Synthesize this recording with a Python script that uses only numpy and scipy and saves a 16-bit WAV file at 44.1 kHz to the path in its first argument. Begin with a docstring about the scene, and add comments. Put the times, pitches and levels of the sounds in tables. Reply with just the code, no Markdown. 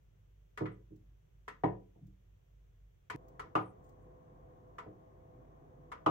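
"""A fingertip works a flat membrane keypad lying on a hollow table top, close to a stereo microphone.
Light clicks of the cover foil and knocks or soft thuds of the table sound together or apart, built from
decaying modes and banded noise; deep booms join the thuds, skin ticks off the foil, squeezed air whistles.
A motor hums low in the small room: a steady tone, its octave, a wavering drone and a rumble.
Halfway the scene jumps to a later moment, when a fan (shaped noise and unsteady tones) is also running."""
import sys
import numpy as np
from scipy import signal
from scipy.fft import rfft, irfft, next_fast_len
from scipy.io import wavfile

SR = 44100
rng = np.random.default_rng(int(sys.argv[2]) if len(sys.argv) > 2 else 0)


def to_wav(s):
    """Save 16-bit WAV."""
    ch = np.atleast_2d(s).T  # columns
    pcm = np.round(np.clip(ch, -1, 1) * 32767)  # PCM
    wavfile.write(sys.argv[1], SR, pcm.astype(np.int16))


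N = 269010  # samples
TIME = np.arange(N) / SR  # s
RING = np.arange(int(0.7 * SR)) / SR  # time since a hit [s]
LEFT_RIGHT = np.array([[1], [-1]])  # sign of a left-right difference at each port
JUMP_S = 3.161  # the scene jumps to the later moment
HUM_HZ = 49.3  # pitch of the motor, the drone and the booms

# The finger pushes on or leaves the table:
# (time [s], level [dB], contact cut-off [Hz], bass thump gain [dB])
KEY_PRESSES = [(.604, -45.5, 1480, -9), (.607, -34.5, 487, -0.5), (.904, -52.5, 393, 0),
               (1.6345, -27.5, 877, -1.5), (1.954, -61, 683, 10.5), (2.012, -53.5, 206, -2),
               (2.07, -67.5, 338, -8), (3.138, -44.5, 414, 2.5), (3.5511, -28, 1500, -5.5),
               (4.860, -50.5, 624, -1), (6.0611, -25, 1690, -3)]


def amp(db):
    """Level law: decibels to an amplitude gain."""
    return 10 ** (np.asarray(db) / 20)


def at(points, hz):
    """Logarithmic frequency scale: read (frequency [Hz], value) points between their entries."""
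    f, value = np.transpose(points)
    return np.interp(np.log(np.maximum(hz, 1)), np.log(f), value)


def unit(x):
    """Energy normalisation: scale a hit to rms 1 over its first 36 ms."""
    onset = x[..., :int(0.036 * SR)]
    return x / np.sqrt(np.mean(onset ** 2))


def fade(t60):
    """Exponential damping: the amplitude falls by 60 dB in t60 seconds."""
    return np.exp(-np.log(1000) * RING / t60)


def butter(x, hz, kind, order):
    """Maximally flat filtering: a causal Butterworth filter."""
    sos = signal.butter(order, hz, kind, fs=SR, output="sos")
    return signal.sosfilt(sos, x)


def walk(rate):
    """Band-limited fluctuation: low-passed noise with spread 1, rate [Hz] setting its speed."""
    f = np.arange(N // 2 + 1) * SR / N
    spectrum = rfft(rng.standard_normal(N)) * np.exp(-(f / rate) ** 2)
    x = irfft(spectrum, N)
    return x / x.std()


def add(out, s, hit):
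    """Superposition: mix a hit in at time s; whatever rings across the jump stops there."""
    start = int(s * SR)
    limit = int(JUMP_S * SR) if s < JUMP_S else N
    stop = min(start + hit.shape[1], limit)
    out[:, start:stop] += hit[:, :stop - start]


def hum():
    """Beating: a motor's shaft tone and octave against a narrow random drone, over a deep rumble."""
    tone_db, octave_db, drone_db, rumble_db = -67.5, -80, -68, -77.5  # rms levels
    drone_waver_hz = 5  # how fast the drone swells and sinks
    turn = 2 * np.pi * HUM_HZ * TIME
    tone = amp(tone_db) * np.sin(turn)
    octave = amp(octave_db) * np.sin(2 * turn + walk(2.5))
    shaft = np.sqrt(2) * (tone + octave)  # peak to rms
    drone = walk(drone_waver_hz) * np.sin(turn) + walk(drone_waver_hz) * np.cos(turn)
    rumble = butter(rng.standard_normal(N), [30, 75], "band", order=2)
    return shaft + amp(drone_db) * drone + amp(rumble_db) * rumble / rumble.std()


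def air(colour, side_db):
    """Coherence of a sound field: mid and side noise, most alike at both ports near 150 Hz."""
    f = np.arange(N // 2 + 1) * SR / N
    mid, side = rfft(rng.standard_normal((2, N))) * amp(at(colour, f)) * np.sqrt(SR / 2)
    mid = irfft(mid, N)
    side = irfft(side * amp(at(side_db, f)), N)
    sway = amp(0.3 * walk(8))  # the level barely sways
    return (mid + LEFT_RIGHT * side) * sway


def still_air():
    """Background noise: broadband air of the quiet room, defined by its spectral density."""
    # Spectrum of the air: (frequency [Hz], density [dB per Hz])
    still_colour = [(35, -105), (75, -90), (110, -87.5), (155, -93), (215, -110), (265, -116), (330, -109),
                    (480, -111.5), (800, -121), (1200, -122.5), (2400, -124.5), (3400, -126), (4300, -140),
                    (9000, -155)]
    # Stereo width of the air: (frequency [Hz], side minus mid [dB])
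    still_side = [(60, -3.5), (150, -15.5), (400, 4.5), (1000, 3), (10000, -3)]
    return air(still_colour, still_side)


def modes(table, scatter_db, rise_cycles, apart_hz=700):
    """Modal superposition: damped sines, reweighted per hit; higher ones reach the ports out of step."""
    out = 0
    for hz, db, t60 in table:
        size, skew = rng.standard_normal(2)
        lag = LEFT_RIGHT * min(hz / apart_hz, 1) * np.pi / 4 * (np.sign(skew) + skew / 10)
        swell = 1 - np.exp(-RING * hz / rise_cycles)
        tone = np.sin(2 * np.pi * hz * RING + lag + rng.uniform(0, 2 * np.pi))
        out = out + amp(db + scatter_db * size) * swell * fade(t60) * tone
    return unit(out)


def crowd(colour, early_t60, room_db, apart_hz=430, wall_s=0.0041, wall_db=-4,
          rise_cycles=1.0, contact_s=0.0011):
    """High modal density: noise bands that die fast, bounce off the wall, then linger in the room."""
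    # Ring time of table and room: (frequency [Hz], t60 [s])
    room_t60 = [(100, .5), (300, 0.52), (800, 0.26), (2000, .23), (5000, 0.23), (14000, 0.08)]
    f = np.arange(len(RING) // 2 + 1) * SR / len(RING)
    mid, side = rfft(rng.standard_normal((2, len(RING))))
    ports = mid + LEFT_RIGHT * side * np.minimum(f / apart_hz, 1) ** 2
    ports = ports * amp(at(colour, f))
    out = 0
    for hz in 80 * 2 ** (np.arange(24) / 3):  # third octaves
        in_band = np.abs(np.log2(np.maximum(f, 1) / hz)) < 1 / 6
        band = irfft(ports * in_band, len(RING))
        # slow bending waves bring the lows late
        swell = 1 - np.exp(-RING / (contact_s + rise_cycles / hz))
        decay = np.hypot(fade(early_t60), amp(room_db) * fade(at(room_t60, hz)))
        band = band * swell * decay
        band = band + amp(wall_db) * np.roll(band, int(wall_s * SR), axis=1)
        # a wider band holds more energy at the same density
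        out = out + unit(band) * amp(at(colour, hz)) * np.sqrt(hz)
    return unit(out)


def clicks():
    """Local resonance: the finger meets the stiff foil, and every spot on it has its own ring."""
    # The cover foil clicks: (time [s], level [dB], ring of that spot [Hz], ring gain [dB],
    # left minus right [dB], treble gain [dB])
    foil_clicks = [(0.574, -45.5, 1930, -4, 1, 2.5), (.656, -48, 2030, -3, 1.5, -12),
                   (1.479, -45.5, 1790, -3.5, 0.5, 2), (1.635, -44.5, 1884, 4, 2, -6),
                   (3.099, -42, 1920, -6, 2, 2), (3.3942, -44, 1280, 0, 0, 2.5),
                   (3.5522, -41.5, 2710, 9.5, 0.5, 2.5), (4.7828, -45.5, 1180, -1, 0, -1),
                   (5.9166, -45, 1250, 0, 1, 0), (6.061, -45, 2850, 15, 2.5, 8.5)]
    # Modes of the keypad sheet: (frequency [Hz], level [dB], t60 [s])
    foil_modes = [(420, -0.5, 0.13), (1032, -5.5, .15), (1158, 0, 0.073), (1333, -1, 0.18),
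                  (1483, 0.5, 0.035), (1850, -11, 0.23), (2226, -19.5, .13)]
    # Crowded modes between these: (frequency [Hz], relative density [dB per Hz])
    foil_colour = [(100, -7.5), (280, -15), (450, -3), (720, -11), (1050, 3.5), (1500, -4.5), (2050, -6.5),
                   (2600, -14.5), (3300, -17), (4200, -25), (7500, -29.5), (10000, -36.5), (15500, -42)]
    treble_hz = 4000
    out = np.zeros((2, N))
    for s, db, ring_hz, ring_db, pan_db, treble_db in foil_clicks:
        foil = crowd(foil_colour, early_t60=0.06, room_db=-7)
        foil = foil + amp(-5.5) * modes(foil_modes, scatter_db=5.5, rise_cycles=0.88)
        b, a = signal.iirpeak(ring_hz, 4, fs=SR)
        foil = foil + amp(ring_db) * signal.lfilter(b, a, foil)
        low = butter(foil, treble_hz, "low", order=3)
        treble = butter(foil, treble_hz, "high", order=3)
        foil = unit(low + amp(treble_db) * treble)
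        add(out, s, amp(db + LEFT_RIGHT * pan_db / 2) * foil)
    return out


def knocks():
    """Impact excitation: the finger drives the table; a softer contact wakes fewer high modes."""
    # Modes of the table top: (frequency [Hz], level [dB], t60 [s])
    table_modes = [(113, -3, .42), (148, 0, .22), (189, -8, .45), (268, -6, .11), (311, 1, .26),
                   (353, -11, .35), (411, -4, .19), (448, -6, .2), (490, -8, .2), (603, -8, .24),
                   (645, -9, .2), (687, -7, .17), (773, -8, .27), (870, -6, .15), (925, -6, .17),
                   (985, -20, .5), (1028, -4, .14), (1104, -7, .15), (1160, -6, .13), (1215, -6, .15),
                   (1285, -4, .11), (1495, -8, .13)]
    # Crowded modes between these: (frequency [Hz], relative density [dB per Hz])
    table_colour = [(80, -7), (120, -7.5), (220, -10.5), (330, 1.5), (550, 1.5), (900, 7), (1300, 7.5),
                    (2000, -18), (5000, -16.5)]
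    bass_hz = 215
    out = np.zeros((2, N))
    for s, db, contact_hz, thump_db in KEY_PRESSES:
        top = modes(table_modes, scatter_db=1.5, rise_cycles=1.6)
        top = top + amp(2) * crowd(table_colour, early_t60=0.085, room_db=-5.5)
        # the weight of the hand behind the finger drives the lowest bending modes
        thump = amp(thump_db) * butter(top, bass_hz, "low", order=5)
        top = thump + butter(top, bass_hz, "high", order=5)
        add(out, s, amp(db) * unit(butter(top, contact_hz, "low", order=6)))
    return out


def booms():
    """Low resonance: each press wakes a deep boom at the hum's pitch, more so in a softer, longer push."""
    boom_db, boom_contact_hz = -14, 506  # gain on the press's bass thump at this contact cut-off
    rise_s, t60_s = 0.06, 0.9
    out = np.zeros((2, N))
    ring = (1 - np.exp(-RING / rise_s)) * fade(t60_s)
    for s, db, contact_hz, thump_db in KEY_PRESSES:
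        tone = np.sin(2 * np.pi * HUM_HZ * RING + rng.uniform(0, 2 * np.pi))
        gain = amp(db + thump_db + boom_db) * boom_contact_hz / contact_hz
        add(out, s, gain * (ring * tone)[None])
    return out


def whistle():
    """Flow-dependent pitch: air squeezed from under a key sings two thin tones that glide with the flow."""
    # Faint whistles: (start [s], length [s], time of the strongest flow [s], pitch then [Hz],
    # share of the pitch lost as the flow dies [0-1], level [dB])
    whistles = [(.705, 0.054, .73, 9600, .22, -87.5), (3.543, .19, 3.605, 11700, 0.19, -79),
                (3.812, .14, 3.84, 8560, .08, -86.5), (3.995, 0.073, 4.035, 8350, .12, -93)]
    flow_half_s = 0.035  # the flow halves this long before and after its peak
    lower_tone_ratio = 0.83  # pitch of the lower tone against the upper
    out = np.zeros((2, N))
    waver = 1 + 0.012 * walk(700)  # of pitch
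    flicker = amp(3 * walk(70))  # of level
    for s, length, peak_s, hz, sag, db in whistles:
        flow = 1 / (1 + ((TIME - peak_s) / flow_half_s) ** 2)
        pitch = hz * (1 - sag * (1 - flow)) * waver
        phase = 2 * np.pi * np.cumsum(pitch) / SR
        swell = np.sin(np.pi * np.clip((TIME - s) / length, 0, 1))
        upper = np.sin(phase + LEFT_RIGHT)
        lower = np.sin(lower_tone_ratio * phase - LEFT_RIGHT)
        out += amp(db) * swell * flicker * (upper + lower)
    return out


def peels():
    """Adhesion release: tiny bright ticks of fast-dying noise as skin lets go of the foil."""
    # Skin peels off the foil: (time [s], level [dB])
    skin_peels = [(0.959, -82), (2.066, -82), (3.282, -77), (3.842, -82), (3.89, -79)]
    # Spectrum of a tick: (frequency [Hz], relative density [dB per Hz])
    peel_colour = [(1000, -29), (4000, -10.5), (7200, -4), (11000, -23), (15500, 0)]
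    out = np.zeros((2, N))
    for s, db in skin_peels:
        add(out, s, amp(db) * crowd(peel_colour, early_t60=0.035, room_db=-14))
    return out


def fan():
    """Broadband and tonal flow noise: rushing air with tones unsteady in level and phase."""
    # Spectrum of the room air with the fan: (frequency [Hz], density [dB per Hz])
    fan_colour = [(35, -102), (75, -84.5), (135, -82.5), (210, -93), (380, -90), (560, -98), (720, -99),
                  (890, -105), (1070, -102), (1300, -113), (1900, -117), (2700, -127), (3400, -127),
                  (5000, -150)]
    # Stereo width of this air: (frequency [Hz], side minus mid [dB])
    fan_side = [(60, -5), (150, -14.5), (300, -5.5), (600, 4.5), (1100, 3), (2000, 2), (10000, 2.5)]
    # Tones of the running fan: (frequency [Hz], level [dB])
    fan_tones = [(148, -68.5), (504, -69), (660, -69), (715, -76), (773, -78), (1075, -74.5)]
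    tones = 0
    for hz, db in fan_tones:
        port_phase = rng.uniform(-1.95, 1, (2, 1)) * min(hz / 300, np.pi)
        phase = 2 * np.pi * hz * TIME + 2.47 * walk(3.5) + port_phase
        tones = tones + amp(db) * (1 + 0.59 * walk(18)) * np.sin(phase)
    return air(fan_colour, fan_side) + tones


def scene():
    """Linear superposition: keypad sounds over the hum, still air first and the fan after the jump."""
    room = np.where(TIME < JUMP_S, still_air(), fan())
    return hum() + room + clicks() + knocks() + booms() + whistle() + peels()


def record(dry):
    """Transducer response: the ports differ in colour and add their own hiss; a low-pass cuts the top."""
    # Colour of the left port against the right: (frequency [Hz], left minus right [dB])
    port_tilt = [(60, -1), (170, 0), (310, -3.5), (450, -1.5), (700, 2.5), (1100, 3), (2000, .5),
                 (8000, -.5)]
    # Microphone self-noise: (frequency [Hz], density [dB per Hz])
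    hiss_colour = [(3000, -130), (5300, -132), (5900, -125), (7500, -131), (9500, -138), (11500, -135),
                   (13500, -129), (15500, -129)]
    top_hz = 15750
    size = next_fast_len(N + SR // 4)
    f = np.arange(size // 2 + 1) * SR / size
    ports = irfft(rfft(dry, size) * amp(LEFT_RIGHT * at(port_tilt, f) / 2), size)
    noise = rfft(rng.standard_normal((2, size)))
    hiss = irfft(noise * amp(at(hiss_colour, f)) * np.sqrt(SR / 2), size)
    low_pass = signal.ellip(8, 0.2, 70, top_hz, fs=SR, output="sos")
    return signal.sosfilt(low_pass, (ports + hiss)[:, :N])


dry = scene()
out = record(dry)
to_wav(out)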